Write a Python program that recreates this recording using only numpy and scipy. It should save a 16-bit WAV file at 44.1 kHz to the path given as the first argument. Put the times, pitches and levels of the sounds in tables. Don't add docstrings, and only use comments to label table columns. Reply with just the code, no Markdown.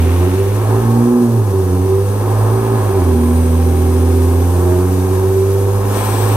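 import sys
import numpy as np
from scipy import signal
from scipy.fft import rfft, irfft
from scipy.io import wavfile
from scipy.ndimage import uniform_filter1d

SR = 44100
rng = np.random.default_rng(int(sys.argv[2]) if len(sys.argv) > 2 else 0)


def wrap_up_sound(samples):
    columns = np.atleast_2d(samples).T
    tamed = np.clip(columns, -1, 1)
    steps = np.round(tamed * 32767).astype(np.int16)
    wavfile.write(sys.argv[1], SR, steps)


N = 280476
TIME = np.arange(N) / SR
BINS = np.fft.rfftfreq(N, 1 / SR)

# time_s, firing_hz
FIRING_RATE = [(0.0, 82.8), (0.43, 97.96), (0.85, 114.5), (0.95, 117.1), (1.14, 122.3), (1.32, 115.4),
               (1.5, 97.7), (1.69, 90.9), (2.09, 100.5), (2.15, 101.9), (2.67, 112.1), (2.75, 110.9),
               (3.09, 82.7), (3.17, 79.77), (3.34, 81.82), (4.25, 85.63), (4.76, 90.78), (5.63, 98.38),
               (6.36, 105.8)]
# time_s, level_db
THROTTLE = [(0.0, -34), (0.2, -30), (0.52, -31.5), (0.7, -25), (0.95, -26), (1.3, -31), (1.55, -31.7),
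            (2.05, -32), (2.32, -25.5), (2.85, -25), (3.15, -31), (4.35, -31.3), (4.7, -28.2), (4.9, -31.5),
            (5.17, -29), (5.42, -31.9), (5.75, -29), (5.98, -25.4), (6.36, -24)]
# frequency_hz, gain_db
JET_COLOUR = [(1200, -0.5), (1900, -5.5), (2300, -2), (3000, -7.5), (3700, -9.5), (4600, -19), (7000, -55)]
# frequency_hz, gain_db
HISS_COLOUR = [(2500, -1), (4600, -1.5), (5800, 0.5), (6900, 2), (7400, -8), (8000, -5), (8600, -3),
               (9100, 5.5), (9700, 0.5), (10400, 3), (12100, 0), (12900, 0.5), (14500, -1.5), (15800, -23)]


def amp(db):
    return 10 ** (np.asarray(db) / 20)


def unit(x):
    return x / np.sqrt(np.mean(x ** 2) + 1e-20)


def curve(rows):
    return np.interp(TIME, *np.transpose(rows))


def across(points):
    hz, value = np.transpose(points)
    return np.interp(np.log(BINS + 1), np.log(hz), value)


def wander(hz):
    return unit(irfft(rfft(rng.standard_normal(N)) * np.exp(-(BINS / hz) ** 2), N))


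def noise_pair():
    return rng.standard_normal((2, N))


def resonances(modes):
    return np.sqrt(sum(amp(db) ** 2 / (1 + 2 * ((BINS - hz) / width) ** 2) ** 2
                       for hz, width, db in modes))


def ring(x, gain):
    cepstrum = irfft(np.log(gain + amp(-90)), N)
    causal = cepstrum * (1 + np.sign(np.fft.fftfreq(N)))
    response = irfft(np.exp(rfft(causal)), N)[:SR // 2]
    running = np.pad(x, ((0, 0), (len(response) - 1, 0)), "reflect")
    return signal.oaconvolve(running, response[None], "valid", axes=1)


def microphone(pair, colour, left_db=0):
    # frequency_hz, coherence
    port_likeness = [(100, 1), (350, .96), (600, .72), (1100, .65), (2200, .48), (4500, .45), (9000, .64),
                     (15000, .68)]
    # frequency_hz, balance_db
    port_balance = [(100, -2), (200, 6), (380, -7), (650, 3), (1200, 0), (2300, -1), (4500, 3), (8500, 1),
                    (12000, 8), (15000, 7.5)]
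    # frequency_hz, lag_rad
    port_lag = [(20, .015), (100, .08), (380, .29), (1000, .62), (2300, 1.45), (4400, 1.8), (9000, 1.5),
                (15000, 1.55)]
    direct, scattered = rfft(pair) * colour
    likeness = np.clip(across(port_likeness), 0, 1)
    lean = amp((across(port_balance) + left_db) / 2)
    shared = np.sqrt((1 + likeness) / 2) * direct
    apart = np.sqrt((1 - likeness) / 2) * scattered
    left = (shared + apart) * lean * np.exp(-1j * across(port_lag))
    right = (shared - apart) / lean
    stereo = irfft(np.array([left, right]), N)
    return stereo / np.sqrt(np.mean(stereo.mean(0) ** 2))


def reflections(x, strength, nearest_s=0.0012, farthest_s=0.009, sway_s=4e-5, count=10):
    hz, frame_s, spectra = signal.stft(x, SR, nperseg=2048, noverlap=1536)
    comb = 1
    for delay_s in np.geomspace(nearest_s, farthest_s, count):
        path_s = delay_s * rng.uniform(0.9, 1.1) + sway_s * np.interp(frame_s, TIME, wander(hz=0.5))
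        comb = comb + strength / np.sqrt(count) * np.exp(-2j * np.pi * hz[:, None] * path_s)
    combed = signal.istft(spectra * comb, SR, nperseg=2048, noverlap=1536)[1]
    return combed[:, :N] / np.sqrt(1 + strength ** 2)


def rev_sweep(fast_hz_per_s=70):
    slope = uniform_filter1d(abs(np.gradient(curve(FIRING_RATE))) * SR, size=6000)
    return np.clip(slope / fast_hz_per_s, 0, 1)


def boom(firings, left_db=-1.96, left_lag_s=0.00015, sharpen=0.06, flutter=0.09, sweep_flutter=0.065):
    # firing_multiple, level_db
    orders = [(1, 1), (1.5, -13.5), (2, 3.5), (3, -0.4), (3.5, -7.5), (4, -0.3), (4.5, -9.5), (5, -8),
              (6, -12), (7, -11), (8, -8)]
    # pitch_hz, width_hz, gain_db
    standing_waves = [(85.4, 13.3, -12.5), (97.6, 6.2, -16.5), (105.84, 4.1, -12.5), (115.5, 8.4, -12.5),
                      (164.2, 8, -31), (182.4, 9.8, -28), (202, 6.8, -33.5), (232.8, 5.2, -20.5),
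                      (241, 9.6, -15.5), (256, 16, -21), (275.9, 7.2, -21), (342, 11, -29),
                      (360.5, 6.5, -15.5), (384.3, 11.1, -13), (442, 51, -31), (496.5, 18, -24),
                      (576.4, 20, -28), (629, 10.6, -19), (780, 48, -33.5), (859.3, 21, -27.5)]
    # pitch_hz, width_hz, echo_db
    dead_spot = [(121.2, 3.9, -4)]
    at_ports = firings - np.array([[left_lag_s], [0]]) * curve(FIRING_RATE)
    sweeping = rev_sweep()
    push_db = curve(THROTTLE) - curve(THROTTLE).mean()
    tones = np.zeros((2, N))
    for multiple, level_db in orders:
        depth = flutter + sweep_flutter * multiple * sweeping
        echo = depth * (wander(hz=22) + 1j * wander(hz=23.6)) / np.sqrt(2)
        cycles = multiple * at_ports + (multiple - 1) * rng.random()
        wave = (1 + echo) / np.sqrt(1 + depth ** 2) * np.exp(2j * np.pi * cycles)
        lift_db = sharpen * (multiple - 1) * push_db
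        tones += np.sqrt(2) * amp(level_db + lift_db) * wave.real
    shed = resonances(standing_waves) * abs(1 - resonances(dead_spot))
    return ring(tones, shed) * amp(np.array([[left_db], [-left_db]]) / 2)


def cylinder_pattern(firings, bank_db, firing_db, bass_db=-14, drift_rad=0.42, size=4096, count=130):
    line = np.arange(count)
    between_db = bass_db * np.clip(1 - line / 26, 0, 1)
    height = amp(np.where(line % 3, between_db, np.where(line % 2, bank_db, firing_db)))
    height[(line % 6 == 0) & (line <= 24)] = 0
    shapes = irfft(height * np.exp(2j * np.pi * rng.random((2, count))), size)
    place = firings / 6 % 1 * size
    steady, other = (np.interp(place, np.arange(size + 1), np.append(s, s[0])) for s in shapes)
    turn = drift_rad * wander(hz=3.14)
    return unit(np.cos(turn) * steady + np.sin(turn) * other)


def puffs(firings, surge, bank_surge):
    flow = 1 + surge * np.cos(2 * np.pi * firings) + bank_surge * np.cos(np.pi * firings)
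    return unit(flow * noise_pair())


def exhaust(firings, rough, bank_db, firing_db, surge, bank_surge):
    pressure = np.array([cylinder_pattern(firings, bank_db, firing_db) for _ in range(2)])
    lowpass = signal.butter(4, 2200, fs=SR, output="sos")
    turbulence = unit(signal.sosfilt(lowpass, puffs(firings, surge, bank_surge)))
    return np.sqrt(1 - rough) * pressure + np.sqrt(rough) * turbulence


def burble(firings, gain_db=-9.5, throttle_share=0.49, steady_rough=0.13, sweep_rough=0.2):
    # pitch_hz, width_hz, gain_db
    low_modes = [(55, 17, -4.5), (114, 28, -4.5), (176, 58, -9.5), (260, 48, -7), (287.4, 18.3, 1.5),
                 (359.7, 8.5, 1), (384.1, 24, 2.5), (416, 32, -16), (454.5, 11, -1), (490.8, 9.8, 0.5),
                 (540, 54, -10)]
    rough = steady_rough + sweep_rough * rev_sweep()
    drive = exhaust(firings, rough, bank_db=0, firing_db=1, surge=0.18, bank_surge=0.1)
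    return amp(throttle_share * curve(THROTTLE) + gain_db) * microphone(drive, resonances(low_modes))


def rasp(firings):
    # pitch_hz, width_hz, gain_db
    metal_modes = [(598, 49, -4.5), (631.6, 13, 4), (700, 20, -2), (775, 54, 3), (874, 51, 2),
                   (942, 44, -2.5), (1015, 26, 3), (1096, 60, -1), (1235, 47, -4.5), (1323, 37, -6.5),
                   (1470, 67, -10.5), (1643, 134, -10.5), (1830, 79, -19)]
    # firing_hz, turbulent_share
    roughness = [(80, 0.48), (102, 0.34), (116, 0.15)]
    rough = np.interp(curve(FIRING_RATE), *np.transpose(roughness))
    drive = exhaust(firings, rough, bank_db=6, firing_db=6, surge=0.69, bank_surge=0.48)
    edge = microphone(drive, resonances(metal_modes))
    return amp(curve(THROTTLE)) * reflections(edge, strength=0.31, nearest_s=0.006764, farthest_s=0.016)


def tailpipe_jet(firings, gain_db=6):
    # time_s, relative_db
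    jet_flow = [(0.05, -37.5), (0.85, -45), (1.16, -55.5), (2.7, -44.5), (5.78, -48), (5.92, -42.5),
                (5.99, -37.5), (6.27, -50), (6.3, -38)]
    gas = microphone(puffs(firings, surge=0.3, bank_surge=0.21), amp(across(JET_COLOUR)))
    spray = reflections(gas, strength=0.49, nearest_s=0.0026, farthest_s=0.015)
    return amp(curve(jet_flow) + gain_db) * spray


def air_hiss(gain_db=1, boost_db=1.86, flicker_db=0.56):
    # time_s, relative_db
    air_flow = [(0.05, -37.5), (1.06, -38.5), (1.16, -40), (4.77, -37.5), (5.83, -38.5), (5.99, -31),
                (6.3, -31.5)]
    # time_s, power_share
    pull_share = [(3.2, 0.04), (4.2, 0.17), (4.4, 0.86), (4.9, 1), (5.8, 0.55)]
    # frequency_hz, gain_db
    pull_colour = [(2500, -4), (4600, -3), (6500, 1), (6900, 2), (7400, -4), (8100, -4), (9100, -4),
                   (9600, 1), (10900, -1.5), (11800, 6), (12500, 0), (13200, -5), (14500, -7), (15800, -21)]
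    # time_s, share
    boost_share = [(5.82, 0.25), (5.92, 0.28), (5.97, 1), (6.36, 0.99)]
    # frequency_hz, gain_db
    boost_colour = [(2500, -3), (4200, -8), (5000, -9), (5900, -6), (6500, -9), (7300, -12), (8000, 0.5),
                    (8900, 1), (9600, -13), (10700, -9), (11300, -6), (12200, -4), (12900, -12),
                    (15800, -12.5)]
    pull, boost = curve(pull_share), curve(boost_share)
    early = microphone(noise_pair(), amp(across(HISS_COLOUR)))
    loaded = microphone(noise_pair(), amp(across(pull_colour)))
    rush = microphone(noise_pair(), amp(across(boost_colour)), left_db=5)
    hiss = np.sqrt(1 - pull) * early + np.sqrt(pull) * loaded
    blend = np.sqrt(1 - boost) * hiss + np.sqrt(boost) * amp(boost_db) * rush
    level_db = curve(air_flow) + gain_db + flicker_db * wander(hz=25)
    return amp(level_db) * reflections(blend, strength=0.46)


def turbo_whistle():
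    # time_s, level_db
    spool = [(0, -52), (2, -52), (2.4, -44.5), (3.1, -46), (3.33, -39.5), (3.6, -44.5), (4.1, -43.5),
             (4.7, -43.5), (5.4, -48), (6.36, -53)]
    # pitch_hz, width_hz, gain_db
    whistle_bands = [(7920, 34, -5.5), (8540, 170, -2), (9120, 250, -2.5), (10200, 130, -8),
                     (13000, 180, -9), (14700, 350, -12)]
    return amp(curve(spool)) * microphone(noise_pair(), resonances(whistle_bands))


def chuff(peak_s=5.985, spread_s=0.046, level_db=-38, sizzle_db=-4):
    colour = amp(across(JET_COLOUR)) + amp(across(HISS_COLOUR) + sizzle_db)
    swell = np.exp(-((TIME - peak_s) / spread_s) ** 2 / 2)
    return amp(level_db) * swell * microphone(noise_pair(), colour)


def scene(jitter=0.0056, shudder=0.027):
    firings = np.cumsum(curve(FIRING_RATE)) / SR
    firings += jitter * wander(hz=21.5) + shudder * rev_sweep() * wander(hz=11)
    tailpipe = boom(firings) + burble(firings) + rasp(firings) + tailpipe_jet(firings)
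    return tailpipe + air_hiss() + turbo_whistle() + chuff()


def record(dry, edge_hz=15750):
    lowpass = signal.firwin(1023, edge_hz, window=("kaiser", 9), fs=SR)
    return signal.oaconvolve(dry, lowpass[None], "same")


dry = scene()
out = record(dry)
wrap_up_sound(out)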